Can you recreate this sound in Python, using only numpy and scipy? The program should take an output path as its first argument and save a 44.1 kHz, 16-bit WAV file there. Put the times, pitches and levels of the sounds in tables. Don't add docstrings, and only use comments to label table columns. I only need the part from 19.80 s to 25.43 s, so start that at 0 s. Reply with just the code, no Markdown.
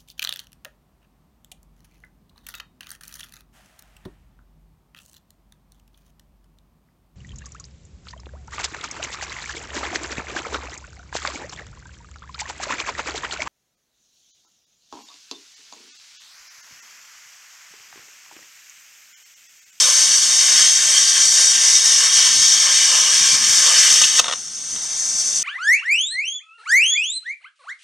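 import sys
import numpy as np
from scipy import signal
from scipy.fft import rfft, irfft, next_fast_len
from scipy.io import wavfile
from scipy.ndimage import uniform_filter1d, map_coordinates

SR = 44100
rng = np.random.default_rng(int(sys.argv[2]) if len(sys.argv) > 2 else 0)


def transcribe(u):
    v = np.clip(np.atleast_2d(u).T, -1, 1)
    q = np.round(v * 32767).astype(np.int16)
    wavfile.write(sys.argv[1], SR, q)


N = 248283

# peak_s, peak_level_db, half_length_s
GUSTS = [(0.5, -56, 0.13), (1.1, -54, .05), (2.57, -45.5, 0.1), (2.78, -52, .04), (3.23, -53, 0.034),
         (3.42, -50, .03), (3.54, -48, 0.038), (3.7, -47, 0.071), (4.11, -47, .03), (4.24, -48.5, .04),
         (4.4, -45, 0.025), (4.96, -50.5, 0.066), (5.34, -53, 0.062), (5.47, -48, .04), (5.6, -49, .05)]
# pitch_hz, level_db
RUMBLE_SPECTRUM = [(20, -44), (40, -26), (60, -3), (90, -5), (120, -1.5), (190, -0.5), (240, 0),
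                   (300, -4.5), (420, -12), (600, -13), (1000, -90)]
# start_s, start_level_db, end_s, end_level_db
AIR_LEVELS = [(4.72, -30.5, 5.275, -21), (4.75, -43, 6.1, -32), (4.75, -51, 5, -43)]
# pitch_hz, level_db
NOZZLE_SPECTRUM = [(2440, -60), (4150, -21), (4430, -15), (4820, -13), (5440, -11), (5680, -4.5),
                   (6270, -1.5), (6450, -8.5), (7160, -12.5), (7530, -17), (8220, -10), (11400, -39),
                   (13300, -42), (15500, -53)]
WASH_SPECTRUM = [(2000, -21.5), (2600, -9.5), (3300, -3.5), (3800, 0.5), (4300, -2), (5000, -32),
                 (7000, -90)]
MURMUR_SPECTRUM = [(200, -30), (420, -6), (550, -4), (1200, 1.5), (2300, 1), (2800, -0.5), (4000, -50)]
# time_s, pitch_hz
WHISTLE_PATH = [(0.0, 6220), (1.6, 5997), (1.9, 5815), (3.2, 5900), (4.8, 6213), (5.63, 6050)]
# start_s, thump_peak_db, crack_over_thump_db, hiss_over_thump_db
FLARES = [(4.102, -27, 18.5, 22), (4.216, -17, -3, 15.5), (4.238, -27, 26.5, 6), (4.391, -20, 16, 16),
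          (4.396, -10.5, 2, -8)]
# start_s, thump_peak_db
SPUTTERS = [(4.442, -15.5), (4.457, -18.5), (4.465, -20.5), (4.481, -16), (4.488, -19), (4.497, -21),
            (4.511, -17.5), (4.524, -14.5), (4.534, -15.5)]
# start_s, thump_peak_db, crack_over_thump_db, hiss_over_thump_db
LATE_CLICK = (4.959, -32.5, 13, 8)
# hold_s, time_to_fall_60_db_s
FLARE_LENGTH = (0.0041, 0.026)
SPUTTER_LENGTH = (.004, .011)
# pitch_hz, level_db
THUMP_SPECTRUM = [(250, -40), (420, -20), (520, -1), (850, -6.5), (1200, -1), (1650, -5.5), (2200, -12),
                  (3000, -37), (5000, -90)]
CRACK_SPECTRUM = [(1300, -50), (2200, -18), (2700, 2), (3200, -1), (3800, 4.5), (4400, -6), (5600, -38),
                  (9000, -90)]
# start_s, time_to_fall_60_db_s
ARC_BREAK = (4.401, 0.01)
# time_s, level_db
HISS_LEVEL = [(0.02, -13.5), (0.08, -14.5), (0.9, -14), (0.93, -15.5), (1.44, -16), (1.71, -14),
              (1.74, -17), (1.97, -13), (1.99, -17.5), (2.11, -13.5), (2.3, -16.5), (2.37, -13),
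              (2.58, -16.5), (2.7, -14.5), (2.9, -19), (2.93, -15.5), (3.2, -16.5), (3.55, -13),
              (3.57, -18.5), (3.78, -13.5), (3.94, -16.5), (3.99, -12.5), (4.08, -14), (4.11, -12),
              (4.34, -18.5), (4.39, -13.5)]
# time_s, kerf_level_db, wall_level_db
ROAR_LEVELS = [(0.02, -29, -30.5), (0.58, -27.5, -32), (0.8, -24.5, -27), (0.95, -28, -33),
               (1.06, -26, -29.5), (1.18, -26, -29.5), (1.25, -29.5, -34.5), (1.37, -28.5, -29),
               (1.54, -32, -36), (1.6, -29, -32), (1.95, -25.5, -31.5), (2.08, -26.5, -32.5),
               (2.24, -25.5, -30), (2.5, -26, -30), (2.58, -28, -33), (2.79, -25, -30.5),
               (3.45, -23.5, -30), (3.6, -26.5, -30.5), (4.05, -21.5, -27), (4.2, -22, -30),
               (4.33, -26, -37), (4.39, -23.5, -29)]
# time_s, level_db
FIZZ_LEVEL = [(0.02, -30), (0.35, -37), (3.28, -39), (3.63, -37), (3.7, -30), (3.9, -36), (4.12, -31),
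              (4.33, -38), (4.39, -36)]
# peak_s, peak_level_db, half_length_s
PIPE_SWELLS = [(0.07, -33.5, 0.058), (0.73, -43, 0.022), (1.6, -40, 0.048), (2.89, -34, .05),
               (3.15, -31, 0.081), (3.28, -34.5, .07), (3.57, -40, .06), (3.9, -32, 0.076)]
# pitch_hz, level_db
JET_SPECTRUM = [(2060, -34), (3500, -15), (3720, -4), (4000, -11), (4430, -8), (4640, -10), (4890, -7),
                (5280, -4), (5840, -1.5), (6430, -3.5), (7390, -10.5), (8570, -9.5), (8950, -14),
                (9810, -25), (11000, -29.5), (14300, -55), (22000, -120)]
FIZZ_SPECTRUM = [(5290, -27), (9000, -1.5), (9330, -12), (10300, -9.5), (11500, -12.5), (12700, -21),
                 (14800, -21), (15500, -31)]
# pitch_hz, width_hz, level_db
TIP_MODES = [(4535, 350, -5.5), (5655, 420, -2), (6380, 300, -2.5), (7980, 380, -8.5), (8200, 140, -9),
             (9500, 230, -15)]
# pitch_hz, width_hz, level_db
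KERF_MODES = [(2600, 440, -5), (2787, 355, -2.5), (3246, 285, 1.5)]
# pitch_hz, width_hz, level_db
WALL_MODES = [(1490, 106, -17.5), (1707, 275, 1), (2028, 82, 2), (2223, 260, -1)]
# pitch_hz, width_hz, level_db
PIPE_MODES = [(488, 57, -7.5), (630, 94, -8.5), (877, 104, -7.5), (1060, 150, -1.5), (1217, 130, -2)]
# pitch_hz, left_over_right_db
PORT_LEAN = [(3300, 1.5), (3800, 1.5), (5000, 0.5), (6300, 2), (7300, -1.5), (8500, 3.5), (11000, 1.5),
             (12200, 1)]
# pitch_hz, left_lead_radians
PORT_LEAD = [(3600, -0.23), (3880, -0.79), (4200, -0.03), (5800, 0.22), (6400, -0.74), (7200, 0.44),
             (7900, 0.41), (8500, -0.18), (10000, 0.57), (11500, 0.11)]
# pitch_hz, level_db
PORT_SPREAD = [(2800, -93), (3400, -29), (4200, -13.5), (6400, -18), (9800, -5.5), (12000, -7), (15000, -5)]
# pitch_hz, width_hz, depth_db
RESPONSE_GAPS = [(2498, 60, -20), (3995, 170, -15), (5001, 40, -22), (6002, 35, -18), (6998, 35, -18),
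                 (8000, 40, -20), (9001, 40, -18), (10002, 60, -15), (11003, 50, -13)]

BREEZE_DB, DRONE_DB = -55.5, -67
WHISTLE_DB, WHISTLE_WANDER_HZ = -7.5, 90
RUSH_S, RUSH_DB, RUSH_HALF_S = 4.42, -39, 0.15
SPUTTER_CRACK_DB, SPUTTER_HISS_DB = 1.5, -0.5
RESTLESS_DB = 0.87
PIPE_DB = -11.5
ROAR_FLOOR_HZ = 280
TOP_HZ = 15644


def amp(db):
    return 10 ** (np.asarray(db) / 20)


def unit(x):
    return x / np.sqrt(np.mean(x ** 2) + 1e-20)


def along(points, hz):
    pitch, value = np.transpose(points)
    return np.interp(np.log(hz + 1), np.log(pitch + 1), value)


def curves(rows):
    seconds, *columns = np.transpose(rows)
    return [np.interp(np.arange(N) / SR, seconds, column) for column in columns]


def wobble(rate):
    knots = rng.standard_normal(int(N * rate / SR) + 4)
    return map_coordinates(knots, [np.arange(N) * rate / SR])


def humps(events):
    t = np.arange(N) / SR
    power = sum(amp(db) ** 2 * np.exp(-2 * ((t - s) / half) ** 2) for s, db, half in events)
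    return np.sqrt(power)


def filtered(x, response):
    m = next_fast_len(N + SR // 2)
    hz = np.fft.rfftfreq(m, 1 / SR)
    return irfft(rfft(x, m) * response(hz), m)[..., :N]


def shape(points):
    return lambda hz: amp(along(points, hz))


def modes(rows):
    def response(hz):
        total = 0
        for k, (center, width, db) in enumerate(rows):
            damping = 1j * hz * width
            total = total + (-1) ** k * amp(db) * damping / (center ** 2 - hz ** 2 + damping)
        return total
    return response


def turbulence(response, patchy_db, grains=0):
    z = signal.stft(rng.standard_normal(N + 512), nperseg=512)[2]
    field = uniform_filter1d(rng.standard_normal(z.shape), size=5, axis=0)
    field = uniform_filter1d(field, size=8, axis=1)
    noise = signal.istft(z * amp(patchy_db * unit(field)), nperseg=512)[1][:N]
    return unit(filtered(unit(noise) + grains, response))


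def echo(x, t60):
    hop = SR // 3
    t = np.arange(SR // 5) / SR
    out = np.zeros(N + 4 * hop)
    padded = np.pad(x, (hop, 2 * hop))
    fade = np.sin(np.pi * np.arange(2 * hop) / (2 * hop))
    for start in range(0, N + hop, hop):
        tail = rng.standard_normal(len(t)) * amp(-60 * t / t60)
        tail = tail / np.linalg.norm(tail)
        piece = signal.fftconvolve(padded[start:start + 2 * hop] * fade, tail)
        out[start:start + len(piece)] += piece
    return out[hop:hop + N]


def draught():
    gusts = np.hypot(amp(BREEZE_DB), humps(GUSTS))

    def rumble():
        lumpy = gusts * amp(0.73 * wobble(8.3)) * turbulence(shape(RUMBLE_SPECTRUM), patchy_db=3.0)
        return lumpy + amp(DRONE_DB) * turbulence(shape(RUMBLE_SPECTRUM), patchy_db=-2.0)

    mid = rumble()
    side = filtered(rumble(), lambda hz: amp(-1.5) / (1 + (hz / 480) ** 4))
    return np.array([mid + side, mid - side]) * amp([[-0.6], [0.6]])


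def whistle(width_hz):
    hz = curves(WHISTLE_PATH)[0] + WHISTLE_WANDER_HZ * wobble(5)
    sway = wobble(width_hz) + 1j * wobble(width_hz)
    tone = np.real(sway * np.exp(2j * np.pi * np.cumsum(hz) / SR))
    return amp(WHISTLE_DB) * unit(tone)


def cooling_air():
    t = np.arange(N) / SR
    nozzle_db, wash_db, murmur_db = (np.interp(t, row[::2], row[1::2]) for row in AIR_LEVELS)
    rush = humps([(RUSH_S, RUSH_DB, RUSH_HALF_S)])
    hiss = turbulence(shape(NOZZLE_SPECTRUM), patchy_db=0.5) + whistle(width_hz=200)
    nozzle = amp(nozzle_db + 0.85 * wobble(25) + 0.79 * wobble(81)) * hiss
    wash_gain = np.hypot(amp(wash_db + 0.51 * wobble(9)), rush)
    wash = wash_gain * turbulence(shape(WASH_SPECTRUM), patchy_db=-1.5)
    murmur = np.hypot(amp(murmur_db), rush) * turbulence(shape(MURMUR_SPECTRUM), patchy_db=1.2)
    return nozzle + wash + murmur


def bursts(events, hold, tail_t60):
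    t = np.arange(N) / SR
    out = np.zeros((3, N))
    for start, db, crack_db, hiss_db in events:
        rise = np.clip((t - start) / 0.00045, 0, 1)
        puff = rise * amp(db - 60 * np.maximum(t - start - hold, 0) / tail_t60)
        out += puff * amp([[0], [crack_db], [hiss_db]])
    return out


def sputter():
    phase = np.cumsum(1500 * amp(2.5 * wobble(300))) / SR
    fired = np.diff(np.floor(phase), prepend=0)
    fired = fired * amp(2.0 * rng.standard_normal(N)) * rng.choice([-1, 1], N)
    sparks = unit(fired) + 0.93 * rng.standard_normal(N)
    late = [(start, db, SPUTTER_CRACK_DB, SPUTTER_HISS_DB) for start, db in SPUTTERS] + [LATE_CLICK]
    puffs = bursts(FLARES, *FLARE_LENGTH) + bursts(late, *SPUTTER_LENGTH)
    envelopes = amp(-9.0) * puffs
    out = np.zeros(N)
    for envelope, points in zip(envelopes, (THUMP_SPECTRUM, CRACK_SPECTRUM, JET_SPECTRUM)):
        gain = 1 / np.std(filtered(sparks, shape(points)))
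        out += gain * filtered(envelope * sparks, shape(points))
    return out


def spatter(rate, spread_db):
    size = amp(spread_db * rng.standard_normal(N)) * rng.choice([-1, 1], N)
    return unit(size * (rng.random(N) < rate / SR))


def arc():
    (jet_db,), (kerf_db, wall_db) = curves(HISS_LEVEL), curves(ROAR_LEVELS)
    t = np.arange(N) / SR
    break_s, break_t60 = ARC_BREAK
    burning = amp(-60 * np.maximum(t - break_s, 0) / break_t60)
    flutter = amp(0.75 * wobble(30) + 0.18 * wobble(120))
    drops = spatter(rate=900, spread_db=3.0)

    def drift(db):
        return amp(db + RESTLESS_DB * wobble(12))

    def slot(hz):
        return modes(KERF_MODES)(hz) / (1 + (hz / 3380) ** 16)

    jet = turbulence(shape(JET_SPECTRUM), patchy_db=0.77, grains=0.27 * drops)
    tip = amp(-7.5) * turbulence(modes(TIP_MODES), patchy_db=2.0)
    kerf = drift(kerf_db) * turbulence(slot, patchy_db=2.4, grains=0.37 * drops)
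    wall = drift(wall_db) * turbulence(modes(WALL_MODES), patchy_db=0.9, grains=0.32 * drops)
    blown = np.hypot(drift(wall_db + PIPE_DB), humps(PIPE_SWELLS))
    pipe = blown * turbulence(modes(PIPE_MODES), patchy_db=0.5, grains=0.16 * drops)
    fizz_gain = drift(curves(FIZZ_LEVEL)[0])
    fizz = fizz_gain * turbulence(shape(FIZZ_SPECTRUM), patchy_db=-0.5, grains=0.3 * drops)
    hiss = amp(jet_db + 0.55 * wobble(9)) * (jet + tip + whistle(width_hz=250))
    torch = burning * flutter * (hiss + fizz + kerf + wall + pipe)
    return filtered(torch, lambda hz: 1 - 1 / (1 + (hz / ROAR_FLOOR_HZ) ** 3))


def ports(x):
    sign = np.array([[1], [-1]])
    near = x + amp(-9.5) * echo(x, t60=0.098)

    def port_response(hz):
        treble = sign / (1 + (3300 / (hz + 1)) ** 24)
        gain = amp(treble * along(PORT_LEAN, hz) / 2)
        return gain * np.exp(0.5j * treble * along(PORT_LEAD, hz))

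    direct = filtered(near, port_response)
    return direct + sign * filtered(echo(x, t60=0.15), shape(PORT_SPREAD))


def scene():
    return ports(arc() + sputter() + cooling_air()) + draught()


def record(dry):
    def gaps(hz):
        return amp(sum(db / (1 + (2 * (hz - c) / width) ** 2) for c, width, db in RESPONSE_GAPS))

    x = filtered(dry, gaps)
    x = x / (1 + np.abs(x) ** 8) ** (1 / 8)
    return filtered(x, lambda hz: hz < TOP_HZ)


dry = scene()
out = record(dry)
transcribe(out)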